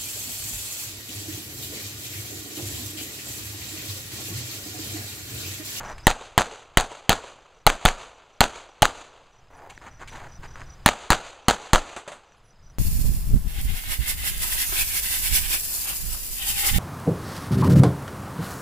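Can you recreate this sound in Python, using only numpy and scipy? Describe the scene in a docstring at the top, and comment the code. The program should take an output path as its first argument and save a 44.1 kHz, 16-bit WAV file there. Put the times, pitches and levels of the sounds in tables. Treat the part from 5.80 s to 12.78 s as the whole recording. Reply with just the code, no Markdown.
"""A pistol fires in pairs in a grassy, earth-banked shooting bay: each shot is a pressure jump, a ragged
crack and a low thump that slap back from props and walls and roll away over the trees.
Between the strings shoes scuff over gravel; after the last shot the target stands knock.
Crickets, thin insect buzzes, one faint bird and a light wind lie behind it all.
The blasts overload the microphone, and its gain control ducks the whole scene at every shot."""
import sys
import numpy as np
from scipy import signal
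from scipy.fft import rfft, irfft
from scipy.io import wavfile

SR = 44100
rng = np.random.default_rng(int(sys.argv[2]) if len(sys.argv) > 2 else 0)


def transcribe(signal):
    """Save signal, clipped to [-1, 1], as a 16-bit WAV file at the path in sys.argv[1]."""
    frames = np.atleast_2d(signal).T
    limited = np.clip(frames, -1, 1)
    pcm = np.round(limited * 32767).astype(np.int16)
    wavfile.write(sys.argv[1], SR, pcm)


N = 308038
T = np.arange(N) / SR


def from_db(db):
    """Decibels to amplitude."""
    return 10 ** (np.asarray(db) / 20)


def tint(x, spectrum):
    """Minimum-phase EQ with unit power gain, shaped by (freq_hz, level_db) points."""
    hz, db = np.transpose(spectrum)
    grid = np.fft.rfftfreq(8192, 1 / SR) + 1
    gain = from_db(np.interp(np.log(grid), np.log(hz), db))
    cepstrum = irfft(np.log(gain / np.sqrt(np.mean(gain ** 2))))
    half = len(cepstrum) // 2
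    folded = np.r_[cepstrum[0], 2 * cepstrum[1:half], np.zeros(half)]
    return signal.oaconvolve(x, irfft(np.exp(rfft(folded))))[:N]


def noise(spectrum):
    """Coloured noise of rms 1."""
    return tint(rng.standard_normal(N), spectrum)


def drift(rate_hz):
    """Random wander with a spread of about 1."""
    knots = rng.standard_normal(2000)
    return np.interp(T * rate_hz, np.arange(len(knots)), knots)


def place(times, shapes):
    """Mix short shapes, each starting at its time."""
    out = np.zeros(N)
    for s, shape in zip(times, shapes):
        start = int(np.clip(s * SR, 0, N - 1))
        out[start:start + len(shape)] += shape[:N - start]
    return out


def decay(t60_s):
    """Envelope that falls 60 dB in t60_s."""
    return from_db(-60 * T[T < t60_s * 2] / t60_s)


def burst(length_ms, spike):
    """A transient of unit energy: a spike inside a short spray of scattered arrivals."""
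    t = T[:SR // 40] * 1000 / length_ms
    spray = rng.standard_normal(len(t)) * t * np.exp(-2 * t)
    spray /= np.linalg.norm(spray)
    spray[np.argmin(abs(t - .5))] += spike
    return spray / np.linalg.norm(spray)


# Fader ride of the wind: time_s, level_db
WIND_RIDE = [(0, -43), (1.6, -51.5), (3.4, -50), (4.2, -41), (5.0, -45), (5.7, -56), (6.4, -55),
             (6.98, -38.5)]
# Tone of the wind's rumble and of the fields' hush: freq_hz, level_db
WIND_EQ = [(15, 2), (30, 0), (60, -6), (135, -7.5), (220, -24), (400, -31), (1000, -58)]
HUSH_EQ = [(60, -4), (250, -2.5), (800, 0), (1500, -2), (2500, -10.5), (4000, -12), (7000, -16),
           (10000, -28.5), (12500, -28.5), (15000, -37)]
def wind(hush_db=-55, bump_s=4.605, bump_db=11, bump_width_s=0.013):
    """Lumpy wind on the microphone, with one short, hard low bump, over the far hush of the fields."""
    bump = bump_db * np.exp(-.5 * ((T - bump_s) / bump_width_s) ** 2)
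    rumble_db = np.interp(T, *np.transpose(WIND_RIDE)) + bump + 2.0 * drift(14)
    rumble = from_db(rumble_db) * noise(WIND_EQ)
    return rumble + from_db(hush_db + .8 * drift(3.5)) * noise(HUSH_EQ)


def bird(start_s=6.6, length_s=0.42, start_hz=4050, end_hz=3450, level_db=-72):
    """A distant bird gives one faint, falling, unsteady whistle."""
    progress = np.clip((T - start_s) / length_s, 0, 1)
    hz = start_hz + (end_hz - start_hz) * progress + 40 * drift(66)
    envelope = from_db(level_db + 2.5 * drift(40)) * np.sqrt(4 * progress * (1 - progress))
    return envelope * np.sin(2 * np.pi * np.cumsum(hz) / SR)


def wing_stroke(start_hz, end_hz, arch_hz, length_s):
    """An insect's file runs over its scraper, speeding up and then slowing, which bends the note."""
    progress = T[T < length_s] / length_s
    arch = np.sin(np.pi * progress)
    hz = start_hz + (end_hz - start_hz) * progress + arch_hz * arch
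    return arch * np.sin(2 * np.pi * np.cumsum(hz) / SR)


# Thin buzzes in the grass: start_s, pitch_hz, level_db, length_s
BUZZES = [(3.76, 10600, -54, 0.031), (6.563, 11150, -62, 0.035), (6.621, 10560, -61, 0.097),
          (6.888, 10500, -70, 0.087)]
def insect():
    """An insect's short, very high notes swell and fade."""
    notes = [from_db(db) * wing_stroke(hz, hz, 40, length_s) for _, hz, db, length_s in BUZZES]
    return place([row[0] for row in BUZZES], notes)


# Cues for the near cricket's runs of chirps: start_s
CHIRP_RUNS = [0.046, 3.515, 4.105, 6.45]
# Fader ride of all the crickets: time_s, level_db
CRICKET_RIDE = [(0, -44), (1.5, -52.5), (3.7, -51.5), (4.8, -47.5), (6.4, -53), (6.9, -48)]
def crickets(chirp_pace_s=.188, stroke_pace_s=.031, trill_db=-5, grass_db=-7, rasp_db=4.5):
    """One cricket chirps in threes, two others trill without a pause; the grass blurs their notes."""
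    ends = np.r_[CHIRP_RUNS[1:], T[-1]] - chirp_pace_s / 2
    starts = np.concatenate([np.arange(a, b, chirp_pace_s) for a, b in zip(CHIRP_RUNS, ends)])
    stroke = wing_stroke(start_hz=5880, end_hz=5810, arch_hz=70, length_s=.028)
    chorus = np.zeros(N)
    for k, accent_db in enumerate([-3, 0, 0]):
        strokes = [from_db(accent_db + rng.normal(0, 1.5)) * stroke for _ in starts]
        chorus += place(starts + k * stroke_pace_s, strokes)
    for trill_pace_s in (.032, .037):
        late, loud, sharp = rng.standard_normal((240, 3)).T
        strokes = [from_db(db) * wing_stroke(5380 + detune, 4740 + detune, arch_hz=60, length_s=.022)
                   for db, detune in zip(trill_db + 1.5 * loud, 70 * sharp)]
        chorus += place(np.cumsum(trill_pace_s * (1 + 0.016 * late)), strokes)
    breeze_db = 0.94 * drift(1.2)   # the breeze carries the song unevenly
    chorus *= from_db(np.interp(T, *np.transpose(CRICKET_RIDE)) + breeze_db + rasp_db * drift(250))
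    blur = signal.oaconvolve(chorus, burst(length_ms=16, spike=0))[:N]
    return chorus + from_db(grass_db) * blur


def gravel_grains(grains_per_s=1500, spread_db=2.0, clump_db=3):
    """Gravel crunches in clumps of uneven clicks; rms 1."""
    sizes = from_db(spread_db * np.minimum(rng.exponential(1, N), 4)) * rng.choice([-1, 1], N)
    clicks = sizes * (rng.random(N) < grains_per_s / SR) * from_db(clump_db * drift(110))
    return clicks / np.std(clicks)


def sole_pushes(start_s, db, length_s, attack_s=0.0027, release_s=.015, trickle_db=-10, trickle_s=0.1):
    """Step envelopes: a swell as the weight rolls over the foot, then a tail of trickling gravel."""
    t = T[:SR]
    after = np.maximum(t - length_s[:, None], 0)
    release = np.maximum(np.exp(-after / release_s), from_db(trickle_db) * np.exp(-after / trickle_s))
    swell_db = 1.5 * (np.sin(np.pi * np.minimum(t / length_s[:, None], 1)) - .5)
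    return place(start_s, from_db(db[:, None] + swell_db) * (1 - np.exp(-t / attack_s)) * release)


# Shoes dragging through gravel: start_s, level_db, length_s, grit_offset_db
STEPS = [(0.0, -38, .12, -16), (3.699, -46.5, 0.22, -37.5), (4.01, -39.5, 0.069, -20),
         (4.194, -39.5, 0.037, -14.5), (4.315, -44.5, 0.15, -25.5), (4.622, -43, 0.025, -11.5),
         (4.754, -49, 0.08, -7.5)]
# Bright sprays of kicked fine gravel: start_s, level_db, length_s
SPRAYS = [(0.18, -45, 0.0053), (3.894, -35.5, 0.0073), (4.274, -33, 0.009)]
# Stones clicking together: start_s, level_db
STONES = [(0.128, -17), (3.977, -10.5), (4.358, -15), (4.757, -18), (4.806, -14.5), (4.817, -17.5),
          (6.521, -19), (6.90, -25)]
# Tone of the midrange scuff, the bright grit and the dull turf: freq_hz, level_db
SCUFF_EQ = [(100, -8), (300, 2.5), (550, -4), (950, 5.5), (1700, 4), (2400, -4), (3500, -15.5),
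            (7000, -12.5), (14000, -48.5)]
GRIT_EQ = [(500, -12), (2200, 6.5), (4000, 1.5), (7500, -2), (10000, -13.5), (12500, -20), (15000, -30.5)]
TURF_EQ = [(120, -18), (350, -7.5), (580, -1), (850, 3.5), (1400, -14.5), (4000, -37.5)]
def footsteps(pebbles_per_s=49, pebble_db=14.5, stone_grit=0.06, turf_db=-13):
    """Soles grind gravel and click pebbles together, duller in turf and brighter on bare stones."""
    start_s, db, length_s, grit_db = np.transpose(STEPS)
    scuff = sole_pushes(start_s, db, length_s)
    grit = sole_pushes(start_s, db + grit_db, length_s) + sole_pushes(*np.transpose(SPRAYS))
    turf = sole_pushes(start_s, db + turf_db - grit_db / 2, length_s)   # less grit, more soil
    clicks = [from_db(d) * burst(length_ms=0.85, spike=0.77) for _, d in STONES]
    pebbles = from_db(pebble_db) * scuff * rng.standard_normal(N) * (rng.random(N) < pebbles_per_s / SR)
    stones = place([row[0] for row in STONES], clicks) + pebbles
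    return (tint(scuff * gravel_grains() + stones, SCUFF_EQ)
            + tint(grit * gravel_grains() + stone_grit * stones, GRIT_EQ)
            + tint(turf * gravel_grains(), TURF_EQ))


# Target stands knocking after the last hit: start_s, level_db, t60_s, ring_db
KNOCKS = [(6.089, -29, 0.085, -34), (6.163, -17, 0.18, -33), (6.277, -21, 0.17, -18.5),
          (6.318, -27.5, 0.23, -24)]
# Tone of the clatter: freq_hz, level_db
STAND_EQ = [(100, -7.5), (400, 2), (580, 2), (750, 3.5), (1300, 3), (2000, -3.5), (4000, -8), (8000, -9),
            (11000, -26), (15000, -50)]
def target_knocks(ring_hz=590, ring_t60_s=0.097):
    """A struck target and its stand clatter, with a short low ring of steel."""
    start_s, level_db, t60_s, ring_db = np.transpose(KNOCKS)
    force = place(start_s, [from_db(db) * decay(t60) for db, t60 in zip(level_db, t60_s)])
    clatter = tint(force * rng.standard_normal(N), STAND_EQ)
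    fade = decay(ring_t60_s)
    ring = np.sin(2 * np.pi * ring_hz * T[:len(fade)]) * fade
    return clatter + place(start_s, [from_db(db) * ring for db in ring_db])


# The shooter's three positions, each with its own echoes:
# start_s, prop_delay_ms, prop_db, screen_lead_ms (ahead of the wall's echo), screen_db, reverb_send_db
STANCES = [(0, 8.6, 25.5, 9.5, 19.5, 1), (1.6, 6.3, 33, 5.6, 17, 1.5), (4, 5.5, 17.5, 10.0, 23, 2.4)]
def shot_stances():
    """The stance columns, with one entry for each shot."""
    table = np.array(STANCES)
    return table[np.searchsorted(table[:, 0], np.array(SHOTS)[:, 0]) - 1].T


# Tone of the bay's early scatter, the tree line and the long roll: freq_hz, level_db
BAY_EQ = [(40, 2), (90, -5), (150, -9), (230, -4), (380, -7.5), (800, 2.5), (1050, -4.5), (1350, -1.5),
          (2000, -11), (4000, -11.5), (7000, -12.5), (10000, -28), (15000, -49)]
TREES_EQ = [(60, -3.5), (200, -18), (320, -7.5), (700, -0.5), (1300, -4), (1900, -9.5), (2600, -8.5),
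            (4000, -10.5), (7000, -11.5), (10000, -29), (15000, -56)]
ROLL_EQ = [(40, -2), (200, -14.5), (450, 0.5), (800, 1), (1300, -1.5), (1900, -10.5), (2600, -6.5),
           (4000, -12), (7000, -16), (10000, -34.5), (15000, -73)]
def reverb(bay_db=-1, trees_db=-29, roll_db=-29, trees_delay_s=0.16, trees_spread=0.27, glint_db=2.2):
    """Banks and grass scatter the shot at once, the tree line answers later, and a long roll fades."""
    start_s, send_db = np.array(SHOTS)[:, 0], shot_stances()[-1]
    bay, roll = decay(t60_s=0.22), decay(t60_s=1.534)
    bay *= 1 - np.exp(-T[:len(bay)] / 0.00073)   # snaps in
    roll *= 1 - np.exp(-T[:len(roll)] / 0.028)   # blooms
    trees = np.exp(-.5 * (np.log(T[1:SR] / trees_delay_s) / trees_spread) ** 2)
    out = np.zeros(N)
    for shape, eq, db in [(bay, BAY_EQ, bay_db), (trees, TREES_EQ, trees_db), (roll, ROLL_EQ, roll_db)]:
        power = place(start_s, [(from_db(send + db) * shape) ** 2 for send in send_db])
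        out += np.sqrt(power) * noise(eq) * from_db(glint_db * drift(220))   # bushes and posts glint
    return out


# Tone of the far bank's echo: freq_hz, level_db
BANK_EQ = [(150, -16), (330, -13), (470, 7), (650, -8), (900, 2.5), (2000, -42), (8000, -20), (15000, -75)]
def far_bank(late_s=0.14, late_db=3, early_s=0.087, early_db=2):
    """A distant bank answers the shots of the first stance with a dull double thud."""
    start_s = np.array([row[0] for row in SHOTS if row[0] < STANCES[1][0]])
    thuds = [place(start_s + delay_s, [from_db(db) * burst(length_ms=11, spike=0) for _ in start_s])
             for delay_s, db in [(late_s, late_db), (early_s, early_db)]]
    return tint(sum(thuds), BANK_EQ)


def reflection(delay_ms, level_db, eq, length_ms, spike):
    """One surface's echo of every shot."""
    arrival_s = np.array(SHOTS)[:, 0] + delay_ms / 1000
    return tint(place(arrival_s, [from_db(db) * burst(length_ms, spike) for db in level_db]), eq)


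# The far wall's slap tightens as the shooter advances: time_s, delay_ms
WALL_DELAY = [(0.27, 43.4), (0.97, 36.9), (1.3, 35.5), (3.02, 33), (5.06, 27.8), (5.93, 25.8)]
# Tone of the dull prop echo and of the sharp slaps: freq_hz, level_db
PROP_EQ = [(100, -17.5), (400, -15), (600, -6), (850, 3), (1050, -13), (1350, -11.5), (2200, -13.5),
           (4000, -12.5), (7000, -29), (14000, -42)]
SLAP_EQ = [(100, -12), (400, -6), (720, 0), (1050, -2), (1350, -1), (2000, -6), (3200, -8), (7000, -13),
           (10000, -25), (15000, -35)]
def slapback():
    """A smeared, dull echo from near props, then sharp ones from a screen and the wall behind it."""
    start_s, _, _, wall_db = np.transpose(SHOTS)
    wall_ms = np.interp(start_s, *np.transpose(WALL_DELAY))
    _, prop_ms, prop_db, lead_ms, screen_db, _ = shot_stances()
    return (reflection(prop_ms, prop_db, PROP_EQ, length_ms=1.7, spike=0.081)
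            + reflection(wall_ms - lead_ms, screen_db, SLAP_EQ, length_ms=0.9, spike=0.6)
            + reflection(wall_ms, wall_db, SLAP_EQ, length_ms=0.97, spike=0.87))


# Pistol shots: start_s, blast_db, thump_db, wall_echo_db
SHOTS = [(0.2689, 34.5, 5, 17), (0.5778, 29.5, -25, 19), (0.9721, 32.5, 2, 21), (1.2936, 32.5, -8.5, 21.5),
         (1.8658, 35, 7, 22.5), (2.0521, 32, 8.5, 22), (2.6063, 31, 1, 22), (3.021, 30, 3, 27.5),
         (5.0606, 36, -13.5, 27.5), (5.3034, 30.5, 0.5, 24), (5.6832, 29.5, -18, 25), (5.9324, 31, 9, 25.5)]
# Tone of the muzzle crack: freq_hz, level_db
CRACK_EQ = [(60, -19), (200, -6), (380, -1), (720, 1.5), (1250, -3), (1700, 2), (2300, -11), (3000, -6),
            (4200, -6), (7000, -9.5), (10000, -16), (15000, -20.5)]
def pistol(push_ms=1.3, push_db=-17, ground_s=.00095, ground_db=-2, thump_hz=21, thump_t60_s=0.17):
    """Muzzle blast: a pressure jump and a crack bounce off the ground; the gas puff adds a low thump."""
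    start_s, blast_db, thump_db, _ = np.transpose(SHOTS)
    t = T[:SR // 40] * 1000 / push_ms
    pulse = (1 - t / 2) * np.exp(-t)   # pressure swings over into suction
    push = place(start_s + 0.00026, [from_db(db + push_db) * pulse for db in blast_db])
    cracks = [from_db(db) * burst(length_ms=1.15, spike=0.55) for db in blast_db]
    direct = push + tint(place(start_s, cracks), CRACK_EQ)
    bounce = from_db(ground_db) * np.interp(T - ground_s, T, direct, left=0)
    fade = decay(thump_t60_s)
    swing = -np.sin(2 * np.pi * thump_hz * T[:len(fade)]) * fade
    thump = place(start_s + 0.0014, [from_db(db) * swing for db in thump_db])
    return direct + bounce + thump


def scene():
    """Shots and their returns over the small sounds of the range, all panned centre."""
    shots = pistol() + slapback() + far_bank() + reverb()
    mono = shots + footsteps() + target_knocks() + crickets() + insect() + wind() + bird()
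    return np.array([mono, mono])


def gain_control(x, threshold_db=-14, depth_db=16, release_db_per_s=10.0, attack_s=0.00098):
    """The gain ducks within milliseconds of a loud peak and creeps back."""
    peak_db = 20 * np.log10(abs(x).max(axis=0) + 1e-9)
    over_db = np.clip(peak_db - threshold_db, 0, depth_db)
    held_db = np.maximum.accumulate(over_db + release_db_per_s * T) - release_db_per_s * T
    pole = np.exp(-1 / (attack_s * SR))
    return x * from_db(-signal.lfilter([1 - pole], [1, -pole], held_db))


def record(dry, ceiling=.92, notch_hz=5490, notch_db=-21, dip_hz=5020, dip_db=-5.5, cutoff_hz=15700):
    """Gain control, overload, a treble notch with a broad dip around it, and a steep high cut."""
    x = gain_control(dry)
    x = x / (1 + (x / ceiling) ** 4) ** .25   # soft clip
    notch = signal.iirnotch(notch_hz, notch_hz / 500, fs=SR)   # 500 Hz wide, run twice
    notched = signal.lfilter(*notch, signal.lfilter(*notch, x))
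    x = from_db(notch_db) * x + (1 - from_db(notch_db)) * notched
    dip_band = signal.lfilter(*signal.iirpeak(dip_hz, dip_hz / 1100, fs=SR), x)   # 1100 Hz wide
    x = x - (1 - from_db(dip_db)) * dip_band
    x = signal.sosfilt(signal.ellip(10, .2, 70, cutoff_hz, fs=SR, output="sos"), x)
    return np.clip(x, -1, 1)


dry = scene()
out = record(dry)
transcribe(out)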